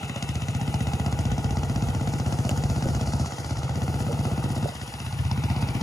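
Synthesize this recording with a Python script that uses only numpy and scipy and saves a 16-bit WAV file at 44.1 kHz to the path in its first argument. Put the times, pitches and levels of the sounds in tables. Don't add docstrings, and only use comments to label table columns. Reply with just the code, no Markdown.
import sys
import numpy as np
from scipy import signal
from scipy.fft import rfft, irfft, next_fast_len
from scipy.io import wavfile
from scipy.ndimage import map_coordinates

SR = 44100
rng = np.random.default_rng(int(sys.argv[2]) if len(sys.argv) > 2 else 0)


def bounce(signal):
    frames = np.transpose(np.atleast_2d(signal))
    limited = np.clip(frames, -1, 1)
    pcm = np.round(limited * 32767).astype(np.int16)
    wavfile.write(sys.argv[1], SR, pcm)


N = 256662

# f/Hz, gain/dB
GROUND_START = [(300, 0), (500, -1), (680, 2), (800, 0.5), (1150, -2.5), (1350, 1), (1650, -2.5), (1950, 1),
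                (2600, -0.5), (3800, -2), (5000, 0.5), (7000, 0)]
GROUND_END = [(350, 0), (540, -4.5), (680, -1), (800, -0.5), (1020, 4), (1250, 0), (1500, 0), (1900, 0.5),
              (2700, -1), (4200, 0), (5000, 0.5), (7000, -0.5)]
# t/s, start share/0-1, end share/0-1
GROUND_SHARES = [(0, 1, 0), (2.2, 0, 0), (4.6, 0, .1), (5.3, 0, 1)]
# f/Hz, gain/dB
ECHO_TONE = [(60, -18), (150, -24), (300, -12), (550, -9), (850, -13), (1150, -11), (2000, -9), (3500, -7),
             (5000, -10), (6500, -17), (9000, -7), (15000, -6)]
# f/Hz, phase/rad
LEFT_LEAD = [(250, -.28), (500, .5), (800, .8), (1300, 1.1), (1500, 1.7), (1720, 3.1), (2000, 6),
             (2400, 8.4), (2850, 7.9), (3500, 8.7), (4200, 11.9), (6000, 12.6), (7500, 12.6), (8300, 9.4),
             (10000, 6.3), (12000, 3.1), (13800, 0), (15800, -2)]
# f/Hz, gain/dB
LEFT_GAIN = [(90, 0), (140, 1), (220, 1.5), (350, -1.3), (550, -2.7), (850, -2.7), (1130, 5), (1550, 0),
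             (1900, 3.5), (2700, 5), (3400, 7), (4600, 3), (6000, 0), (15000, 0)]

# t/s, level/dB, half length/s
AIR_PUFFS = [(0.872, -33, 0.043), (1.424, -30, 0.2), (1.904, -32, 0.19), (2.675, -30, 0.041),
             (3.05, -32, 0.13), (3.578, -31.5, 0.046), (4.5, -30.5, 0.046), (4.898, -44.5, 0.14),
             (5.284, -33, 0.025), (5.7, -31, 0.095)]
# f/Hz, level/dB
AIR_TONE = [(15, -34), (35, -15), (48, -9), (62, 13), (85, 9.5), (140, -30), (300, -51)]
# f/Hz, level/dB
HISS_TONE = [(1500, -30), (3500, -1), (4900, 10), (5700, 7.5), (6500, 10.5), (7600, 4), (9000, 3.5),
             (10900, 4.5), (12200, -7), (13500, -7), (15500, -13)]
# t/s, level/dB
FIELD_HISS_LEVEL = [(0, -49.5), (.95, -45.5), (1.35, -50), (2, -46), (3.2, -46.2), (3.65, -48.8),
                    (4, -45.5), (5, -44.5), (5.82, -47)]
MACHINE_HISS_LEVEL = [(0, -53.5), (1.5, -51), (3.2, -44.5), (3.75, -48.5), (5.82, -48.5)]
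# t/s, level/dB, f/Hz, time to fade by 60 dB/s, click level/dB
SOFT_KNOCKS = [(.16, -29.5, 559, 0.053, -63), (2.493, -17.5, 596, 0.023, -13.7),
               (2.857, -21.5, 535, 0.055, -29), (2.859, -23.5, 323, 0.089, -42),
               (2.866, -15, 140, 0.059, -63), (3.508, -26.5, 267, 0.085, -55), (4.087, -29, 576, 0.13, -48),
               (4.102, -27, 472, 0.12, -51), (4.578, -21.5, 640, 0.023, -42), (4.657, -17, 580, 0.029, -42),
               (4.683, -25.5, 718, 0.058, -48), (4.72, -30, 600, 0.047, -52)]
# f/Hz, level/dB, time to fade by 60 dB/s
CLICK_NOTES = [(1650, -11, .008), (2850, -4.5, .0065), (6950, -3, 0.0042)]

# t/s, firing rate/Hz
SPEED = [(0, 15.44), (.5, 15.472), (1, 15.635), (1.5, 15.805), (2, 15.923), (2.6, 16.019), (3.3, 16.112),
         (4, 16.112), (4.6, 16.019), (5.2, 16.042), (5.82, 16.042)]
# t/s, gain/dB
HARD_FIRINGS = [(.227, 5.5), (.292, 3.5), (.357, 1), (.486, 1.5), (.742, 1.5), (.87, 1), (.934, 1),
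                (.998, 1.5), (1.062, 1.5), (1.19, 2.5), (1.317, 1), (1.57, -1), (1.634, 1), (1.76, 1.5),
                (1.949, 2), (2.075, 2), (2.637, 3.5), (2.888, 1), (3.199, 3), (5.128, 1), (5.315, 5.5),
                (5.44, 3.5), (5.503, 1.5), (5.565, 2)]
# multiple of the firing rate, relative level/dB
HUM_NOTES = [(28, -10), (31, -12.5), (51, -13)]
# f/Hz, width/Hz, level/dB
VALVE_RINGS = [(830, 130, -3.5), (1330, 280, 2), (2900, 700, -11)]
# t/s, level/dB
VALVE_LEVEL = [(0, -58.5), (1.5, -54), (3.5, -53), (4.8, -56), (5.82, -56)]
# f/Hz, width/Hz, level/dB
CASING_RINGS = [(1340, 280, -3), (2030, 210, -.5), (2710, 290, -1.5), (3750, 380, -4.5)]
# t/s, level/dB
CASING_LEVEL = [(0, -47), (.25, -48.5), (1.2, -51), (2, -54.5), (3.3, -57), (4.6, -58.5), (5.3, -53.5),
                (5.82, -53)]
# f/Hz, level/dB
CLACK_TONE = [(400, -20), (800, 39.5), (1100, 20), (1400, -31), (1700, 36.5), (2000, 18), (2900, -53),
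              (3700, -44), (6000, 2)]
TICK_TONE = [(1500, -22), (3000, -10), (3900, -7), (4800, 0), (5600, -.5), (6600, 0), (7800, -10),
             (10500, -17), (12500, -24), (15500, -27)]
# t/s, relative level/dB
TICK_LEVEL = [(0, -53.5), (.25, -47.5), (1.8, -48), (3.1, -45), (3.8, -49.5), (4.6, -49), (5.4, -47),
              (5.82, -46)]
# t/s, gain above 6 kHz/dB
BRIGHTNESS = [(0, 3.5), (3.3, -1), (4.7, -5), (5.3, -15), (5.82, -8)]
# place/cycles, width/cycles, relative level/dB
RATTLES = [(.02, 0.044, 4), (0.24, 0.056, -1.5), (0.22, 0.3, -3), (.74, .025, -2)]
# f/Hz, level/dB
CLATTER_TONE = [(200, -19), (450, -5.5), (800, -1), (1050, -6.5), (1400, -1), (1650, -3), (2000, -4),
                (2450, -13.5), (3400, -7.5), (4500, -20.5), (7000, -17.5), (15000, -39)]
RASP_TONE = [(1200, 1.5), (1900, -2), (2300, -22), (2550, 7.5), (2850, 7), (3300, -8), (3800, 4),
             (5000, -40), (9000, -31)]
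# t/s, level/dB
RASP_LEVEL = [(0, -42), (1.6, -49.5), (3.6, -52.5), (4.2, -48), (5.82, -46.5)]
BUZZ_LEVEL = [(0, -54.5), (4.7, -62), (5.1, -56), (5.35, -50), (5.6, -49), (5.82, -48)]

# place/cycles, f/Hz, width/Hz, level/dB, share of the puff's dip/0-1
PIPE_RINGS = [(.085, 705, 100, -49.5, .5), (.275, 365, 190, -47.5, .6), (.42, 485, 90, -51.5, .6),
              (.58, 820, 40, -48.5, .3), (.7, 910, 100, -55, .1)]
# f/Hz, width/Hz, level/dB
CRACK_RINGS = [(290, 79, -7), (352, 58, -5.5), (446.6, 13, 1.5), (487, 20, -1), (614, 340, -1.5),
               (690, 55, -0.5), (814, 70, -0.5), (1380, 280, -18), (1940, 180, -15)]
# f/Hz, width/Hz, level/dB
TAILPIPE_RINGS = [(297.5, 50, -1), (405, 190, -7), (554, 158, -5), (680, 61, -1.5), (790, 110, -3.5),
                  (934, 104, -7), (1257, 180, -11), (1490, 140, -11)]
# f/Hz, width/Hz, level/dB
MUFFLER_RINGS = [(90.7, 27.1, -9), (147, 25.5, -3.5), (150.07, 8.45, 0.5), (216.1, 41.4, -19)]
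# f/Hz, level/dB
RUMBLE_TONE = [(15, -43), (35, -37), (45, -15), (58, -16), (80, 2.5), (100, -5.5), (150, -7), (240, -16),
               (330, -33), (600, -52.5)]
# start/s, end/s, thump loss/dB, puff loss/dB, bark loss/dB
DIPS = [(-.1, 0.13, 8, 5, 5), (3.24, 3.354, 9, 12.5, 1), (4.669, 4.925, 12, 12, 7.5)]

THUMP_DB, PUFF_DB, BARK_DB = -27.5, -35.2, -38.8
FIRST_FIRING_S, FULL_SPEED_HZ = .0323, 16
TIME = np.arange(N) / SR


def amp(db):
    return 10 ** (np.asarray(db) / 20)


def unit(x):
    return x / np.sqrt(np.mean(x ** 2) + 1e-20)


def noise():
    return rng.standard_normal(N)


def along(points, hz):
    f, values = np.transpose(points)
    return np.interp(np.log(hz + 1), np.log(f + 1), values)


def curves(rows):
    times, *columns = np.transpose(rows)
    return [np.interp(TIME, times, column) for column in columns]


def wobble(rate):
    return map_coordinates(rng.standard_normal(int(N * rate / SR) + 4), [TIME * rate])


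def filtered(x, response):
    size = next_fast_len(N + SR // 2)
    return irfft(rfft(x, size) * response(np.fft.rfftfreq(size, 1 / SR)), size)[..., :N]


def below(x, edge_hz, steepness=8):
    return filtered(x, lambda hz: 1 / (1 + (hz / edge_hz) ** steepness))


def coloured(x, tone):
    return unit(filtered(x, lambda hz: amp(along(tone, hz))))


def ringing(rings, hz):
    return sum((-1) ** k * amp(db) * 1j * hz * width / (pitch ** 2 - hz ** 2 + 1j * hz * width)
               for k, (pitch, width, db) in enumerate(rings))


def delay(hz, seconds):
    return np.exp(-2j * np.pi * hz * seconds)


def firings(cycle, spread_db):
    starts = np.diff(np.floor(cycle), prepend=np.floor(cycle[0]))
    return starts * amp(spread_db * noise())


def burst(cycle, place, width, spread_db):
    turn = cycle - place + .5
    sizes = amp(spread_db * rng.standard_normal(256))
    return sizes[np.floor(turn).astype(int) + 2] * np.exp(-.5 * ((turn % 1 - .5) / width) ** 2)


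def strike(cycle, place, rise, fall, spread_db):
    turn = cycle - place
    sizes = amp(spread_db * rng.standard_normal(256))
    age = turn % 1
    return sizes[np.floor(turn).astype(int) + 2] * np.exp(-age / fall) * (1 - np.exp(-age / rise))


def accent_db():
    return sum(db * (np.abs(TIME - s) < .015) for s, db in HARD_FIRINGS)


def speed_gain(db_per_hz=5):
    return amp(db_per_hz * (curves(SPEED)[0] - FULL_SPEED_HZ))


def dips(lag_s, return_s, sink_s=.037):
    losses = 0
    for start, end, *depths in DIPS:
        sinking = np.clip((TIME - start) / sink_s, 0, 1)
        holding = np.clip(1 - (TIME - end - lag_s) / return_s, 0, 1)
        losses += np.outer(depths, sinking * holding)
    return losses


def exhaust_losses():
    thump, _, _ = dips(lag_s=0, return_s=.26)
    _, puff, _ = dips(lag_s=.32, return_s=.14)
    _, _, bark = dips(lag_s=.42, return_s=.2)
    return thump, puff, bark


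def dulled(x):
    treble = x - below(x, 6000, steepness=12)
    return x + (amp(curves(BRIGHTNESS)[0]) - 1) * treble


def ground(x):
    return x + sum(share * filtered(x, lambda hz: amp(along(tone, hz)) - 1)
                   for share, tone in zip(curves(GROUND_SHARES), (GROUND_START, GROUND_END)))


def echoes(x, fade_s=.075, count=4):
    t = np.arange(SR // 6) / SR
    wash = np.zeros((2, N))
    for _ in range(count):
        tail = rng.standard_normal((2, len(t))) * amp(-60 * t / fade_s)
        tail /= np.linalg.norm(tail[0])
        wash += wobble(16) * signal.fftconvolve(x[None], tail, axes=1)[:, :N]
    return filtered(wash / np.sqrt(count), lambda hz: amp(along(ECHO_TONE, hz)))


def microphones(x):
    left = lambda hz: amp(along(LEFT_GAIN, hz) / 2) * np.exp(.5j * along(LEFT_LEAD, hz))
    return filtered(x, lambda hz: np.array([left(hz), 1 / left(hz)]))


def air_puffs():
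    push = sum(amp(db) * np.exp(-.5 * ((TIME - s) / length) ** 2) for s, db, length in AIR_PUFFS)
    return push * coloured(noise(), AIR_TONE)


def hiss(cycle, split_hz=8000):
    flutter = 1 + .55 * burst(cycle, place=.27, width=.11, spread_db=4)
    flutter += .55 * burst(cycle, place=-.13, width=.08, spread_db=3.5)
    air = coloured(flutter * noise(), HISS_TONE) * amp(1.2 * wobble(90))
    lower = below(air, split_hz)
    machine = amp(curves(MACHINE_HISS_LEVEL)[0]) * dulled(lower)
    field = amp(curves(FIELD_HISS_LEVEL)[0]) * (air - lower)
    return machine + field


def soft_knocks():
    out, t = np.zeros(N + SR), np.arange(SR // 4) / SR
    for s, db, hz, fade_s, click_db in SOFT_KNOCKS:
        ring = np.sin(2 * np.pi * hz * t) + .37 * np.sin(2 * np.pi * .8 * hz * t)
        body = amp(db - 60 * t / fade_s) * ring * (1 - np.exp(-t / .00088))
        snap = sum(amp(level - 60 * t / life) * np.sin(2 * np.pi * f * t)
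                   for f, level, life in CLICK_NOTES)
        grit = .28 * amp(-60 * t / .004) * rng.standard_normal(len(t))
        out[round(s * SR):][:len(t)] += body + amp(click_db) * (snap + grit)
    return out[:N]


def hum(cycle, boost_db=.6):
    _, _, bark_loss = exhaust_losses()
    notes = sum(amp(db + 1.5 * wobble(4)) * np.sin(2 * np.pi * multiple * cycle + .25 * wobble(6))
                for multiple, db in HUM_NOTES)
    return amp(BARK_DB + boost_db - bark_loss) * notes


def valve(cycle):
    tap = strike(cycle, place=.755, rise=.008, fall=.04, spread_db=2) * noise()
    ring = unit(filtered(tap, lambda hz: ringing(VALVE_RINGS, hz)))
    return amp(curves(VALVE_LEVEL)[0]) * ring


def casing(cycle, lead_s=.000809, grit=.17):
    rattle = strike(cycle, place=0, rise=.006, fall=.035, spread_db=1) * noise()
    blow = (firings(cycle, spread_db=1.5) + grit * rattle) * amp(accent_db())
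    ring = unit(filtered(blow, lambda hz: ringing(CASING_RINGS, hz) * delay(hz, -lead_s)))
    return amp(curves(CASING_LEVEL)[0]) * ring


def engine_block(cycle, clack_db=-52, clatter_db=-47):
    spike = strike(cycle, place=-.022, rise=.015, fall=.026, spread_db=1)
    tail = .08 * strike(cycle, place=-.02, rise=.008, fall=.12, spread_db=1)
    blow = (spike + tail) * amp(accent_db())
    tick = amp(curves(TICK_LEVEL)[0] - 3) * dulled(coloured(blow * noise(), TICK_TONE))
    clack = amp(clack_db) * coloured(blow * noise(), CLACK_TONE)
    rattle = 1 + sum(amp(db - 6.5) * burst(cycle, place, width, spread_db=-.5)
                     for place, width, db in RATTLES)
    clatter = amp(clatter_db) * coloured(rattle * noise(), CLATTER_TONE)
    rasp = amp(curves(RASP_LEVEL)[0]) * coloured((rattle + .77 * blow) * noise(), RASP_TONE)
    cover = unit(filtered(rattle * noise(), lambda hz: ringing([(2384, 510, 0)], hz) ** 2))
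    buzz = amp(curves(BUZZ_LEVEL)[0]) * cover
    return tick + clack + clatter + rasp + buzz


def pipes(cycle, air_share=.5):
    _, puff_loss, _ = exhaust_losses()
    rings = np.zeros(N)
    for place, pitch, width, db, dip_share in PIPE_RINGS:
        air = burst(cycle, place=place + .05, width=.08, spread_db=1) * noise()
        tug = unit(firings(cycle - place, spread_db=1.5)) + air_share * unit(air)
        ring = unit(filtered(tug, lambda hz: ringing([(pitch, width, 0)], hz) ** 2))
        rings += amp(db - dip_share * puff_loss) * ring
    return rings * speed_gain(db_per_hz=4.5)


def exhaust_crack(cycle, soft_hz=1300, lead_s=.0021, repeat_s=.0202):
    soften = lambda hz: 1 / (1 + 1j * hz / soft_hz)
    ring = lambda hz: -sum(ringing([row], hz) for row in CRACK_RINGS) * soften(hz) ** 2
    path = lambda hz: delay(hz, -lead_s) * (1 + .4 * delay(hz, repeat_s) * soften(hz))
    openings = firings(cycle, spread_db=1.2) * amp(.5 * accent_db())
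    return unit(filtered(openings, lambda hz: ring(hz) * path(hz)))


def tailpipe_bark(cycle, split_hz=640):
    _, _, bark_loss = exhaust_losses()
    crack = exhaust_crack(cycle)
    blast = .64 * burst(cycle, place=-.03, width=.03, spread_db=1.2)
    push = .48 * burst(cycle, place=.22, width=.14, spread_db=1.5)
    flow = 1 + blast + push * speed_gain() * amp(-2 * bark_loss)
    gas = flow * np.sqrt(speed_gain()) * noise()
    rush = unit(filtered(gas, lambda hz: ringing(TAILPIPE_RINGS, hz)))
    bark = unit(.95 * crack + rush)
    deep = below(bark, split_hz)
    _, _, deep_loss = dips(lag_s=.42, return_s=.67)
    return amp(BARK_DB - bark_loss) * (bark - deep + deep * amp(-.55 * deep_loss))


def muffler(cycle, mouth_hz=67, split_hz=180, rumble_db=-8, muffle_hz=370):
    mouth = lambda hz: (hz * hz / (hz * hz - 1j * hz * mouth_hz - mouth_hz ** 2)) ** 2
    path = lambda hz: delay(hz, .0014) * (1 + .3 * delay(hz, .0161)) / (1 + (hz / muffle_hz) ** 6)
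    kicks = firings(cycle, spread_db=.6)
    pulses = unit(filtered(kicks, lambda hz: ringing(MUFFLER_RINGS, hz) * mouth(hz) * path(hz)))
    swell = amp(1.4 * wobble(5)) * speed_gain()
    gas = pulses + amp(rumble_db) * coloured(swell * noise(), RUMBLE_TONE)
    thump = below(gas, split_hz)
    puff = gas - thump
    thump_loss, puff_loss, _ = exhaust_losses()
    return amp(THUMP_DB - thump_loss) * unit(thump) + amp(PUFF_DB - puff_loss) * unit(puff)


def scene():
    cycle = np.cumsum(curves(SPEED)[0]) / SR
    cycle -= cycle[round(FIRST_FIRING_S * SR)]
    engine = muffler(cycle) + tailpipe_bark(cycle) + pipes(cycle)
    engine += hum(cycle) + engine_block(cycle) + casing(cycle) + valve(cycle)
    direct = ground(engine) + hiss(cycle) + soft_knocks()
    return microphones(direct + air_puffs()) + echoes(direct)


def record(dry, top_hz=15600):
    return filtered(dry, lambda hz: hz < top_hz)


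dry = scene()
out = record(dry)
bounce(out)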